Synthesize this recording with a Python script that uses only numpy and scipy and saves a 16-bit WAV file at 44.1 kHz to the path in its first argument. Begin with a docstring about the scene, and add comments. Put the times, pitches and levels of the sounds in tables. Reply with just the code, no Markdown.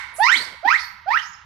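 """A gibbon swings through a large outdoor cage. An earlier whoop dies away over a distant rumble.
At 0.18 s the first whoop, a nearly pure tone, sweeps up two octaves and breaks into a thin squeak;
a soft falling grunt and rustling branches lie underneath. The second whoop follows at 0.63 s with
another grunt, the third at 1.06 s. Brief hisses and dull bumps fall in between.
Near surfaces and the enclosure throw the calls back."""
import sys
import numpy as np
from scipy import signal
from scipy.fft import rfft, irfft
from scipy.io import wavfile
from scipy.ndimage import uniform_filter1d, minimum_filter1d

SR = 44100
rng = np.random.default_rng(int(sys.argv[2]) if len(sys.argv) > 2 else 0)


def materialize(psi):
    """Save the field psi as 16-bit PCM at rate SR to the path in sys.argv[1].

    A 1-D psi becomes a single channel; in a 2-D psi each row is a channel.
    """
    bounded = np.clip(np.atleast_2d(psi).T, -1, 1)
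    quanta = np.round(bounded * 32767).astype(np.int16)
    wavfile.write(sys.argv[1], SR, quanta)


N = 63945
LEAD = SR // 2  # samples before time zero
BAND_LIMIT_HZ = 14750


def amp(db):
    """Decibels to gain."""
    return 10 ** (np.asarray(db) / 20)


def unit(x):
    """Scales to rms 1."""
    return x / np.sqrt(np.mean(x ** 2) + 1e-20)


def read(points, hz):
    """Interpolates a table on a log-frequency axis."""
    points_hz, value = np.transpose(points)
    return np.interp(np.log(hz + 1), np.log(points_hz + 1), value)


def add(mix, start_s, sound):
    """Mixes a sound in at start_s."""
    part = mix[LEAD + round(start_s * SR):][:len(sound)]
    part += sound[:len(part)]


def noise(size, gain):
    """Unit-rms noise shaped by the function gain(Hz)."""
    spectrum = rfft(rng.standard_normal(size)) * gain(np.fft.rfftfreq(size, 1 / SR))
    return unit(irfft(spectrum, size))


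def coloured(size, points):
    """Unit-rms noise from a table. Each row: frequency in Hz, relative level in dB."""
    return noise(size, lambda f: amp(read(points, f)))


def waver(size, rate_hz):
    """Random unsteadiness around a rate."""
    return noise(size, lambda f: f / rate_hz / (1 + (f / rate_hz) ** 3))


def arch(length_s):
    """Half-sine swell and fade."""
    return np.sin(np.linspace(0, np.pi, max(round(length_s * SR), 64)))


def follow(curve, attack_s=0.0022, release_s=0.0035):
    """A curve's soft-edged gate, then its value columns, per sample."""
    times, *columns = np.transpose(curve)
    times = np.sort(times)
    t = times[0] + np.arange(max(int((times[-1] - times[0]) * SR), 64)) / SR
    gate = np.clip((t - t[0]) / attack_s, 0, 1) * np.clip((t[-1] - t) / release_s, 0, 1)
    return [np.sin(gate * np.pi / 2) ** 2] + [np.interp(t, times, c) for c in columns]


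def phase_of(hz):
    """Running phase of a pitch curve."""
    return 2 * np.pi * np.cumsum(hz) / SR


def background(level_db=-54, side_gain=0.22):
    """Low distant rumble, nearly the same on both sides."""
    # Outdoor spectrum. Each row: frequency in Hz, relative level in dB.
    spectrum = [(20, -13), (40, -15), (65, 0.5), (90, -5), (130, -9.5), (220, -22), (450, -29.5),
                (1500, -14.5), (4000, -21.5), (6300, -32.5), (8000, -79), (14000, -64)]
    mid = coloured(N, spectrum)
    side = side_gain * coloured(N, spectrum)
    return amp(level_db) * np.array([mid + side, mid - side])


def rustle(length_s, db):
    """A dull swell of swaying branches."""
    # Branch noise. Each row: frequency in Hz, relative level in dB.
    spectrum = [(60, -25), (160, -1), (260, -2.5), (450, -1.5), (700, 0.5), (1500, -49), (5000, -35),
                (14000, -38)]
    swell = arch(length_s)
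    return amp(db) * swell * coloured(len(swell), spectrum)


def bump(length_s, hz, db):
    """A soft, dull knock: one swell of a low sine."""
    swell = arch(length_s)
    return amp(db) * swell * np.sin(phase_of(np.full(len(swell), hz)))


def hiss(length_s, centre_hz, width_hz, db):
    """A brief band of noise in the high treble."""
    swell = arch(length_s)
    band = noise(len(swell), lambda f: 1 / (1 + (2 * (f - centre_hz) / width_hz) ** 2))
    return amp(db) * swell * band


def grunt(length_s, start_hz, end_hz, db, jitter=0.06):
    """A soft, slightly rough falling tone."""
    swell = arch(length_s)
    hz = np.geomspace(start_hz, end_hz, len(swell)) * (1 + jitter * waver(len(swell), rate_hz=150))
    return amp(db) * swell * np.sin(phase_of(hz))


def squeak(curve, jitter=0.019, blur_hz=1300):
    """The voice breaks into a thin whistle, partly blurred into noise."""
    gate, hz, db, rough = follow(curve)
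    rough = np.clip(rough, 0, 1)
    phase = phase_of(hz * (1 + jitter * waver(len(hz), rate_hz=700)))
    soft_db = 0.6 * np.minimum(db + 24, 0)  # overtones recede below -24 dB
    tone = 0
    for k, level_db in enumerate([0, -19 + soft_db, -35.5 + soft_db], 1):
        blur = noise(len(hz), lambda f: 1 / (1 + (f / blur_hz) ** 4))
        partial = np.sqrt(1 - rough ** 2) * np.sin(k * phase) + rough * blur * np.cos(k * phase)
        tone += amp(level_db) * (k * hz < BAND_LIMIT_HZ) * partial
    return gate * amp(db) * tone


def whoop(curve, air_db, blur_rad, jitter=0.005, fade_in_s=0.0061):
    """A rising tone whose blurred overtones sweep through the throat resonances, with a little air."""
    # Throat and open mouth. Each row: frequency in Hz, gain in dB.
    throat = [(550, 1), (900, 1.5), (1400, 3), (1900, 4.5), (2300, 6.5), (2800, -2), (3700, -8), (4700, -2),
              (5600, -2.5), (6600, -8), (7800, -17.5), (10000, -19), (12200, -28.5), (14500, -34)]
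    # Air noise in the voice. Each row: frequency in Hz, relative level in dB.
    breath = [(450, -48.5), (900, -14), (2200, -19), (4500, 14), (6300, -4.5), (8000, -20), (11000, -23),
              (12500, -9), (14500, -19)]
    # Brief level dips. Each row: time in seconds, half width in seconds, depth in dB.
    dips = [(0.219, 0.0027, -0.5), (.281, 0.002, -8), (0.312, 0.0034, -21), (0.672, 0.0028, -10.5),
            (.699, 0.0037, -12), (0.722, 0.0012, -22), (0.735, 0.005, -8), (1.1, 0.0045, -10),
            (1.128, 0.0073, -5), (1.157, 0.0032, -8)]
    gate, hz, db, second_db, higher_db = follow(curve)
    size = len(hz)
    t = curve[0][0] + np.arange(size) / SR
    flutter_db = hz / 1900 * waver(size, rate_hz=102)  # grows with pitch: 1 dB rms at 1900 Hz
    dip_db = sum(depth_db * np.exp(-((t - at_s) / width_s) ** 2) for at_s, width_s, depth_db in dips)
    phase = phase_of(hz * (1 + jitter * waver(size, rate_hz=296)))
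    slope_db = -1 + 0.85 * higher_db  # per harmonic; softer overtones fall off faster
    harmonics_db = [0, second_db, higher_db - 10]
    harmonics_db += [higher_db + slope_db * (k - 3.83) for k in range(4, 10)]
    tone = 0
    for k, level_db in enumerate(harmonics_db, 1):
        blur = blur_rad * (k - 1) * waver(size, rate_hz=666)
        gain = amp(read(throat, k * hz) + level_db) * (k * hz < BAND_LIMIT_HZ)
        tone += gain * np.sin(k * phase + blur)
    air = amp(air_db + 0.2 * higher_db) * coloured(size, breath)
    gate = gate * np.minimum((t - t[0]) / fade_in_s, 1)
    return gate * amp(db + flutter_db + dip_db) * (tone + air)


def diffuse_tail(early_db=11.5, early_s=0.073, build_s=0.0063):
    """Stereo reverberation of the cage; nearby bars and foliage scatter more at first."""
    # Decay. Each row: frequency in Hz, T60 in seconds.
    t60 = [(300, .5), (1000, 1.17), (2000, 0.84), (4500, 0.68), (8000, .5), (14000, 0.65)]
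    # Tail spectrum. Each row: frequency in Hz, gain in dB.
    colour = [(250, -15), (650, -31), (900, -1.5), (1400, 0.5), (2100, 2), (3000, 2.5), (5000, 6),
              (8000, 10.5), (14000, 13)]
    # Left-right likeness. Each row: frequency in Hz, correlation from 0 to 1.
    likeness = [(700, 0.58), (1500, 0.2), (3000, 0.12), (8000, 0.075)]
    hz, t, (apart, right) = signal.stft(rng.standard_normal((2, SR)), SR, nperseg=256)
    hz = hz[:, None]
    same = np.clip(read(likeness, hz), 0, 1)
    left = same * right + np.sqrt(1 - same ** 2) * apart
    decay = amp(-60 * t / read(t60, hz) + early_db * np.exp(-t / early_s))
    decay /= np.sqrt((decay ** 2).mean(1, keepdims=True) * SR)  # equal energy per band
    tail = signal.istft(np.array([left, right]) * decay * amp(read(colour, hz)), SR, nperseg=256)[1]
    return tail * np.minimum(np.arange(tail.shape[1]) / SR / build_s, 1) ** 2


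def enclosure(calls, direct_db=(-14.5, 0.5), tail_db=(-18, -7)):
    """Direct sound from the right, near echoes that beat against the sweeps, and a diffuse tail."""
    # Near surfaces. Each row: delay in ms, left gain, right gain.
    echoes = [(2.686, 0.06, .16), (6.183, -0.19, 0.42), (10.4, 0.044, 0.27), (16.42, 0.038, -0.14),
              (27.12, -0.054, 0.061)]
    # Extra colour on the left. Each row: frequency in Hz, gain in dB.
    left_colour = [(300, 4), (800, 4), (1200, 3.5), (2000, -3), (3000, -3), (4500, -0.5), (8000, -11),
                   (12000, 15.5)]
    response = diffuse_tail() * amp(tail_db)[:, None]
    response[:, 0] += amp(direct_db)
    for delay_ms, *gains in echoes:
        response[:, round(delay_ms * SR / 1000)] += gains
    left, right = signal.fftconvolve(calls[None], response, axes=1)[:, :2 * SR]
    hz = np.fft.rfftfreq(len(left), 1 / SR)
    left = irfft(rfft(left) * amp(read(left_colour, hz)), len(left))
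    return np.array([left, right])[:, LEAD:LEAD + N]


def scene(earlier_s=0.44, low_cut_hz=491, low_left_db=-3.5):
    """Calls and hisses in the enclosure; soft low sounds dry, near the centre."""
    # Swaying branches. Each row: start in seconds, length in seconds, level in dB.
    rustles = [(.375, 0.071, -44.5), (0.428, 0.12, -51), (0.511, 0.053, -50), (0.679, 0.11, -55),
               (0, 0.43, -60.5), (1.056, 0.23, -90)]
    # Dull knocks. Each row: start and length in seconds, pitch in Hz, level in dB.
    bumps = [(.385, 0.033, 444, -44.5), (.925, 0.036, 196, -58), (1.275, 0.039, 169.8, -54)]
    # High hisses; the narrow band near 13.45 kHz rides on the third overtone of a squeak. Each row: start and
    # length in seconds, centre and width in Hz, level in dB.
    hisses = [(0.135, 0.049, 9780, 1100, -43), (0.166, 0.042, 10300, 600, -42),
              (0.157, 0.028, 7710, 3700, -41), (0.41, 0.022, 7800, 2900, -43),
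              (0.814, 0.053, 13450, 344, -62.5), (1.319, 0.046, 5400, 400, -48)]
    # Low grunts. Each row: start and length in seconds, first and last pitch in Hz, level in dB.
    grunts = [(0.342, 0.055, 443, 203, -40), (0.645, 0.028, 440, 213, -34.5)]
    # One curve per squeak. Each row: time in seconds, pitch in Hz, level in dB, roughness from 0 to 1.
    squeaks = [
        [(.35, 2860, -14.5, 0.36), (.364, 3652, -17.5, 0), (.376, 4603, -19.5, 0.2), (.387, 4714, -28.5, .3)],
        [(.381, 3955, -17.5, .4), (.4, 4186, -31.5, 0), (.418, 4566, -23.5, .3), (.44, 4460, -58, .5)],
        [(.44, 5040, -36, 0.8), (.447, 5090, -31, .6), (.456, 5150, -43, .6)],
        [(.773, 3493, -31.5, 0.8), (.797, 4570, -29, 0.8), (.822, 5470, -34, .6)],
        [(.813, 4400, -32, 0.4), (.845, 4500, -33.5, 0.42), (.868, 4453, -39.5, 0.3), (.99, 4466, -67, 0.24)],
        [(1.172, 2758, -20.5, 0.53), (1.186, 2870, -25, 0.08), (1.202, 3276, -23.5, 0.77)],
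        [(1.215, 5050, -40, 0.6), (1.24, 5280, -39, 0.8), (1.285, 6720, -46.5, 0), (1.41, 6430, -66.5, 0.2)],
    ]
    # One curve per whoop, ahead of the throat. Each row: time in seconds, pitch in Hz, level in dB,
    # second harmonic and base level of higher overtones in dB relative to the fundamental.
    whoops = [
        [(.181, 568, -28, -7, -28), (.192, 695.4, -23.5, -19, -16), (.206, 818.8, -11.5, -19.5, -22),
         (.235, 916.6, -11, -3.5, -5), (.268, 1070, -17, 0.5, -3), (.298, 1496, -11, -4, -15.5),
         (.325, 1866, -13, 1, -4), (.351, 2281, -12.5, -18, -8)],
        [(.626, 558.6, -32, -20, -41), (.638, 697, -29.5, -10.5, -55), (.652, 776.5, -15, -21.5, -16.5),
         (.68, 930.7, -13, -1, -10.5), (.698, 1069, -16, 1.5, -7), (.72, 1397, -10.5, -9.5, -17),
         (.746, 1886, -12.5, -12.5, -12.5), (.766, 2280, -18.5, -17, -23)],
        [(1.056, 567.3, -37.5, -35, -19), (1.068, 721, -29.5, -5.5, -45), (1.084, 786, -17, -22, -19),
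         (1.11, 904.4, -13, -7.5, -13), (1.128, 1080, -19.5, -0.5, -7), (1.148, 1324, -12, -14.5, -19.5),
         (1.165, 1630, -14.5, -16, -31.5), (1.18, 2034, -16.5, -17, -39)],
    ]
    # Hoarseness per whoop. Each row: base air level in dB, phase blur per overtone in radians.
    hoarseness = [(-30, .04), (-28, .11), (-28, .13)]
    calls, low = np.zeros((2, LEAD + N))
    # A call like the first ends before time zero; only its reverberation is heard.
    add(calls, whoops[0][0][0] - earlier_s, amp(2) * whoop(whoops[0], *hoarseness[0]))
    add(calls, squeaks[0][0][0] - earlier_s, amp(-12) * squeak(squeaks[0]))
    for curve, (air_db, blur_rad) in zip(whoops, hoarseness):
        add(calls, curve[0][0], whoop(curve, air_db, blur_rad))
    for curve in squeaks:
        add(calls, curve[0][0], squeak(curve))
    for start_s, *row in hisses:
        add(calls, start_s, hiss(*row))
    for source, rows in (grunt, grunts), (bump, bumps), (rustle, rustles):
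        for start_s, *row in rows:
            add(low, start_s, source(*row))
    calls = signal.sosfilt(signal.butter(6, low_cut_hz, "high", fs=SR, output="sos"), calls)
    return enclosure(calls) + (low[LEAD:] + background()) * amp([[low_left_db], [0]])


def record(dry, ceiling=0.9):
    """Smooth peak limiter, then the band limit."""
    needed = ceiling / np.maximum(abs(dry).max(0), ceiling)
    gain = uniform_filter1d(minimum_filter1d(needed, size=401), size=201)
    lowpass = signal.firwin(511, BAND_LIMIT_HZ, window=("kaiser", 9), fs=SR)
    return signal.oaconvolve(dry * gain, lowpass[None], "same")


dry = scene()
out = record(dry)
materialize(out)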